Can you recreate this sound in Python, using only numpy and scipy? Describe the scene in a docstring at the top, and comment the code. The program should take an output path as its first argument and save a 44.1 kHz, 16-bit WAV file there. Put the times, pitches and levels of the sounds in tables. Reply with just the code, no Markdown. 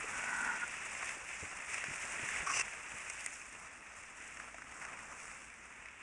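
"""Someone pushes through dry grass in an open field, carrying a small recorder. At once the housing
takes a soft bump, and a rubbed hollow stem hoots hoarsely as its air column resonates. Blades hiss and
crackle by friction throughout, while stalks snap and more bumps follow. At about 2.5 s a stalk is
dragged past the microphone and pulls taut. The brushing then grows quieter, with a cluster of snaps
between 4.4 and 5 s. The low rumble of open country lies under it all."""
import sys
import numpy as np
from scipy import signal
from scipy.fft import rfft, irfft, next_fast_len
from scipy.io import wavfile
from scipy.ndimage import uniform_filter1d, map_coordinates

SR = 44100
rng = np.random.default_rng(int(sys.argv[2]) if len(sys.argv) > 2 else 0)


def generate_wav(sig):
    """Save sig (samples, or channels by samples) to the path in sys.argv[1] as 16-bit PCM at SR."""
    pcm = np.round(np.clip(np.atleast_2d(sig).T, -1, 1) * 32767).astype(np.int16)
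    wavfile.write(sys.argv[1], SR, pcm)


N = 265482

# response of the microphone port, notched near 4 kHz: (frequency [Hz], gain [dB])
PORT_RESPONSE = [(300, -12.5), (1000, -5), (2000, -0.5), (2650, -1), (3100, -15.5), (4200, -24.5),
                 (5200, -9.5), (6000, -6.5), (8000, -5.5), (9800, -13.5)]


def grass():
    """Stick-slip friction: leaves, thin blades and thick stalks share the catches of one brushing motion."""
    # the push: (time [s], leaf level [dB], blades over leaves [dB], stalks over leaves [dB])
    push = [(0, -48.5, -6, -3), (.35, -45.5, -5.5, -8), (.75, -47, -9, -9), (1.08, -44.5, -3, -12.5),
            (1.23, -52, -4, -2), (1.3, -47.5, -4, -12), (1.66, -50, -3, -7), (1.74, -43.5, -3.5, -10.5),
            (1.89, -46.5, -8, -9.5), (2.1, -46.5, -3, -7.5), (2.35, -41, -7.5, -15),
            (2.45, -48.5, -5.5, -4), (2.75, -50, -4.5, -6.5), (3.24, -49.5, -2, -11),
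            (3.29, -52, -4.5, -8.5), (3.36, -54, -2.5, -7.5), (3.8, -57, -8, -2), (4.2, -55.5, -5.5, -5),
            (4.27, -53, -4, -9.5), (4.45, -56.5, -4.5, -2), (4.6, -57, -7.5, -6.5), (4.8, -58.5, -3, 0),
            (4.95, -55.5, -15.5, 1.5), (5, -56, -3.5, -2), (5.12, -60, -8, 5), (5.2, -54.5, -1.5, -4.5),
            (5.6, -58.5, -8.5, -5.5), (6.02, -56, -15.5, -7)]
    # friction spectra of leaves, blades and stalks: (frequency [Hz], relative spectral density [dB])
    leaf_spectrum = [(500, -10), (1200, -11), (1900, -2), (3500, -2.5), (5000, -18.5)]
    blade_spectrum = [(2500, -30), (3500, -4), (5000, -4.5), (10000, 1)]
    stalk_spectrum = [(150, -4.5), (400, -6.5), (700, -5), (1300, -2), (2200, -18.5)]
    leaf_db, thin_db, thick_db = curves(push)
    slip_db = 0.62 * wobble(9.8) + 0.18 * wobble(22) + 0.4 * wobble(60)
    contact = crackle(per_second=600, spread_db=4, share=0.16)
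    brittle = crackle(per_second=110, spread_db=2.5, share=0.74)  # thin blades also tick on their own
    leaves = unit_at_port(coloured(patchy(contact, depth_db=0.8), leaf_spectrum))
    leaves *= amp(leaf_db + 0.89 * wobble(40))
    blades = unit_at_port(coloured(patchy(contact + 0.87 * brittle, depth_db=1.6), blade_spectrum))
    blades *= amp(leaf_db + thin_db + 1.7 * wobble(90) + 1.2 * wobble(10))
    stalks = unit_at_port(coloured(contact, stalk_spectrum))
    stalks *= amp(leaf_db + thick_db + 1.6 * wobble(30) + 1.3 * wobble(4.85))
    return amp(slip_db) * (leaves + blades + stalks)


def snaps():
    """Brittle fracture: tearing fibres give a damped burst near the stalk's pitch and a shorter crack."""
    # breaking stalks: (time [s], ring peak [dB], pitch [Hz], treble crack over ring [dB], T60 [s])
    fractures = [(.239, -24, 1960, -6.5, 0.017), (.95, -30.5, 2120, 5.5, 0.044),
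                 (1.026, -29, 1090, 2.5, 0.078), (1.092, -27, 2160, 11, 0.024),
                 (1.285, -40.5, 2480, 14, 0.044), (1.68, -38.5, 2250, 9.5, 0.081),
                 (1.743, -26, 2440, 17, .025), (1.759, -37, 2100, 7.5, 0.025), (1.78, -28, 2340, 4.5, .03),
                 (1.84, -27, 1324, 12.5, 0.018), (1.957, -33, 2210, 20, .06),
                 (2.288, -23, 1740, 1.5, 0.022), (2.4, -32.5, 2350, 2.5, 0.04),
                 (2.598, -26.5, 2620, 25.5, 0.017), (2.681, -30, 1910, 6.5, .02),
                 (2.735, -32.5, 2160, 3, .027), (2.918, -32, 2340, 6, 0.021), (3.099, -29, 2490, 18, 0.045),
                 (3.242, -41.5, 2420, 25, 0.071), (3.262, -29, 2060, 25, 0.022),
                 (3.415, -35.5, 2490, 11.5, 0.057), (4.371, -32.5, 2200, 13, .03),
                 (4.398, -32.5, 1480, 0.5, 0.041), (4.48, -38, 1470, 6, 0.078),
                 (4.544, -39, 680, 9.5, 0.044), (4.582, -38.5, 1300, 8, .04), (4.62, -34, 1530, 5, 0.038),
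                 (4.693, -38.5, 1500, 0, .04), (4.714, -48, 2040, 21, .04),
                 (4.816, -32.5, 2040, 10.5, 0.04), (4.821, -34.5, 1180, 2, .07),
                 (4.843, -35, 2020, 9, 0.02), (4.85, -32.5, 1480, 11, 0.04), (4.93, -36, 2120, 9, 0.032),
                 (4.947, -45.5, 1990, -9, .05), (4.99, -38.5, 1440, 19, .05),
                 (5.201, -36.5, 2320, 15, 0.03), (5.501, -40, 2370, 15, 0.033),
                 (5.54, -43.5, 1840, 21, 0.031), (5.656, -44, 2230, 17, .025), (5.857, -36, 1920, -2, .03),
                 (5.885, -37, 2250, 0, 0.022)]
    out, t = np.zeros(N + SR), np.arange(SR // 10) / SR
    treble = signal.butter(N=2, Wn=6000, btype="high", fs=SR)
    wide = signal.butter(N=1, Wn=[600, 3000], btype="band", fs=SR)
    attack = (1 - np.exp(-t / 0.00055)) * (1 + 0.67 * np.exp(-t / 0.0014))  # the first break is hardest
    for start, db, hz, treble_db, t60 in fractures:
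        fibres, splinters = rng.standard_normal((2, len(t)))
        band = signal.butter(N=1, Wn=[.75 * hz, 1.25 * hz], btype="band", fs=SR)
        envelope = attack * amp(-60 * t / t60)
        tear = unit(signal.lfilter(*band, fibres)) + .7 * unit(signal.lfilter(*wide, fibres))
        ring = tear + 1.2 * np.sin(2 * np.pi * hz * t)
        crack = unit(signal.lfilter(*treble, splinters)) * amp(treble_db - 60 * t / (0.55 * t60))
        knock = amp(-3.5) * 2000 / hz * np.sin(2 * np.pi * 670 * t)  # thicker, lower stalks knock more
        burst = envelope * (ring / gain_at(PORT_RESPONSE, hz) + crack + knock)
        out[round(start * SR):][:len(t)] += amp(db) * burst / np.abs(envelope * ring).max()
    return out[:N]


def dragged_stalk():
    """Forced vibration: a stalk scrapes close by, and as it tightens its higher resonances take over."""
    # the scrape: (time [s], level [dB])
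    scrape = [(2.461, -58), (2.466, -37), (2.49, -41), (2.505, -33.5), (2.53, -38), (2.542, -36),
              (2.575, -33), (2.586, -38), (2.597, -31), (2.605, -40.5), (2.614, -30), (2.624, -51)]
    # modes of the stalk, loose and taut: (frequency [Hz], bandwidth [Hz], relative gain [dB])
    loose_modes = [(1126, 112, 10.5), (1590, 110, 6), (2480, 990, -11.5), (5800, 500, 4.5)]
    taut_modes = [(1310, 1100, -25), (2780, 215, 9.5), (4800, 600, -1.5), (6020, 150, 8), (7170, 120, -2.5),
                  (7850, 460, 3)]
    tightening_s = (2.52, 2.532)
    taut_share = np.interp(np.arange(N) / SR, tightening_s, [0, .97])
    rub = crackle(per_second=540, spread_db=6, share=0.072) * amp(1.1 * wobble(150))
    loose = unit_at_port(resonant(rub, loose_modes) + 0.43 * rub)
    taut = unit_at_port(resonant(rub, taut_modes) + 0.43 * rub)
    return stroke_envelope(scrape) * (np.sqrt(1 - taut_share) * loose + np.sqrt(taut_share) * taut)


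def hollow_stem():
    """Air-column resonance: rubbing excites the modes inside a stem, and the hoot sinks slightly."""
    # the rub along the stem: (time [s], level [dB])
    stroke = [(0.129, -47), (.18, -48), (.32, -41), (.43, -42), (.48, -38.5), (.53, -41.5), (.61, -49),
              (0.637, -38.5), (.67, -69)]
    # modes of the air column: (frequency [Hz], bandwidth [Hz], relative gain [dB])
    column_modes = [(226, 40, -13), (923, 100, -7), (1476, 42, 6), (1950, 86, -6), (2480, 120, -34.5)]
    sag = 0.035  # fractional fall in pitch over the stroke
    rub = crackle(per_second=210, spread_db=2.0, share=0.14) * amp(0.63 * wobble(45))
    high = unit(resonant(rub, [(hz * (1 + sag / 2), width, db) for hz, width, db in column_modes]))
    low = unit(resonant(rub, [(hz * (1 - sag / 2), width, db) for hz, width, db in column_modes]))
    crossfade = np.interp(np.arange(N) / SR, [stroke[0][0], stroke[-1][0]], [0, np.pi / 2])
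    return stroke_envelope(stroke) * (np.cos(crossfade) * high + np.sin(crossfade) * low)


def housing_bumps():
    """Damped oscillation: each soft impact on the housing gives a brief swing and a dull puff."""
    # knocks on the housing: (time [s], peak level [dB], frequency [Hz])
    impacts = [(0.041, -38.5, 448), (1.168, -47, 340), (1.427, -39.5, 96), (1.882, -44.5, 150),
               (1.907, -44, 80.7), (2.189, -44.5, 243), (2.228, -42.5, 125), (2.4, -42, 61.3),
               (2.424, -45.5, 151), (2.94, -47, 80.7)]
    rise_s, t60_s = .003, 0.054
    out, t = np.zeros(N + SR), np.arange(SR // 10) / SR
    envelope = (1 - np.exp(-t / rise_s)) * amp(-60 * t / t60_s)
    for start, db, hz in impacts:
        band = signal.butter(N=2, Wn=[0.55 * hz, hz + 300], btype="band", fs=SR)
        puff = unit(signal.lfilter(*band, rng.standard_normal(len(t))))
        swing = envelope * (np.sin(2 * np.pi * hz * t) + 0.94 * puff)
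        out[round(start * SR):][:len(t)] += amp(db) * swing / np.abs(swing).max()
    return out[:N]


def field_rumble():
    """Ambient noise: the low rumble of open country swells and flutters at random."""
    # the rumble: (frequency [Hz], relative spectral density [dB])
    spectrum = [(15, -27), (30, -20.5), (52, 5.5), (75, -4.5), (134, -11), (243, -5), (400, -15.5),
                (700, -21.5), (1000, -39)]
    level_db = -67 + 1.5 * wobble(2.4) + 1.3 * wobble(20)
    return amp(level_db) * unit(coloured(rng.standard_normal(N), spectrum))


def crackle(per_second, spread_db, share):
    """Shot noise: ticks of near blades carry `share` of the power, the hiss of far ones the rest."""
    sizes = amp(spread_db * np.minimum(rng.exponential(size=N), 3.1))
    impulses = (rng.random(N) < per_second / SR) * sizes
    tick_decay = np.exp(-np.arange(SR // 200) / SR / 0.00092)
    ticks = np.convolve(impulses, tick_decay)[:N]
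    return np.sqrt(1 - share + share * unit(ticks) ** 2) * rng.standard_normal(N)


def patchy(x, depth_db):
    """Spectral modulation: single blades stand out for a moment, each in its own band."""
    spectra = signal.stft(x, nperseg=256)[2]
    patches = uniform_filter1d(rng.standard_normal(spectra.shape), size=10, axis=0)
    patches = uniform_filter1d(patches, size=9, axis=1)
    return signal.istft(spectra * amp(depth_db * unit(patches)), nperseg=256)[1][:N]


def amp(db):
    """Amplitude ratio of a level in decibels."""
    return 10 ** (np.asarray(db) / 20)


def unit(x):
    """Normalisation to rms 1."""
    return x / np.sqrt(np.mean(x ** 2) + 1e-20)


def unit_at_port(x):
    """Normalisation so that x has rms 1 once it has passed the microphone port."""
    return x / np.std(coloured(x, PORT_RESPONSE))


def gain_at(spectrum, hz):
    """Amplitude gain from (frequency [Hz], gain [dB]) points, interpolated in log frequency."""
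    knots_hz, db = np.transpose(spectrum)
    return amp(np.interp(np.log(hz + 1), np.log(knots_hz + 1), db))


def curves(rows):
    """Linear interpolation: one value per sample for each column after the time."""
    times, *columns = np.transpose(rows)
    return [np.interp(np.arange(N) / SR, times, column) for column in columns]


def stroke_envelope(rows):
    """Amplitude envelope through (time [s], level [dB]) points, silent outside them."""
    t = np.arange(N) / SR
    db, = curves(rows)
    return amp(db) * ((t > rows[0][0]) & (t < rows[-1][0]))


def wobble(rate):
    """Random modulation: a smooth curve with `rate` knots a second."""
    return map_coordinates(rng.standard_normal(int(N * rate / SR) + 4), [np.arange(N) * rate / SR])


def filtered(x, response):
    """Linear filtering: the spectrum of x times a complex response of frequency."""
    size = next_fast_len(N + SR // 2)
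    return irfft(rfft(x, size) * response(np.fft.rfftfreq(size, 1 / SR)), size)[..., :N]


def coloured(x, spectrum):
    """Zero-phase filtering by (frequency [Hz], gain [dB]) points."""
    return filtered(x, lambda hz: gain_at(spectrum, hz))


def resonant(x, modes):
    """Modal superposition: x drives second-order resonators of alternating polarity."""
    def response(f):
        return sum((-1) ** k * amp(db) * 1j * f * width / (hz * hz - f * f + 1j * f * width)
                   for k, (hz, width, db) in enumerate(modes))
    return filtered(x, response)


def scene():
    """Superposition: grass, snaps and scrape, coloured by the port, add to hoot, bumps and rumble."""
    vegetation = coloured(grass() + snaps() + dragged_stalk(), PORT_RESPONSE)
    return (vegetation + hollow_stem() + housing_bumps() + field_rumble())[None]


def record(dry):
    """Spectral imaging: raising a half-rate signal leaves a faint mirror of its treble above the band."""
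    band_top_hz, image_top_hz = 9990, 13650
    baseband = filtered(dry, lambda hz: hz < band_top_hz)
    mirrored = baseband * (-1.) ** np.arange(N)  # reflects the spectrum about SR / 4
    image = coloured(mirrored, [(12000, -15.0), (13000, -36), (13600, -38)])
    return filtered(baseband + image, lambda hz: hz < image_top_hz)


dry = scene()
out = record(dry)
generate_wav(out)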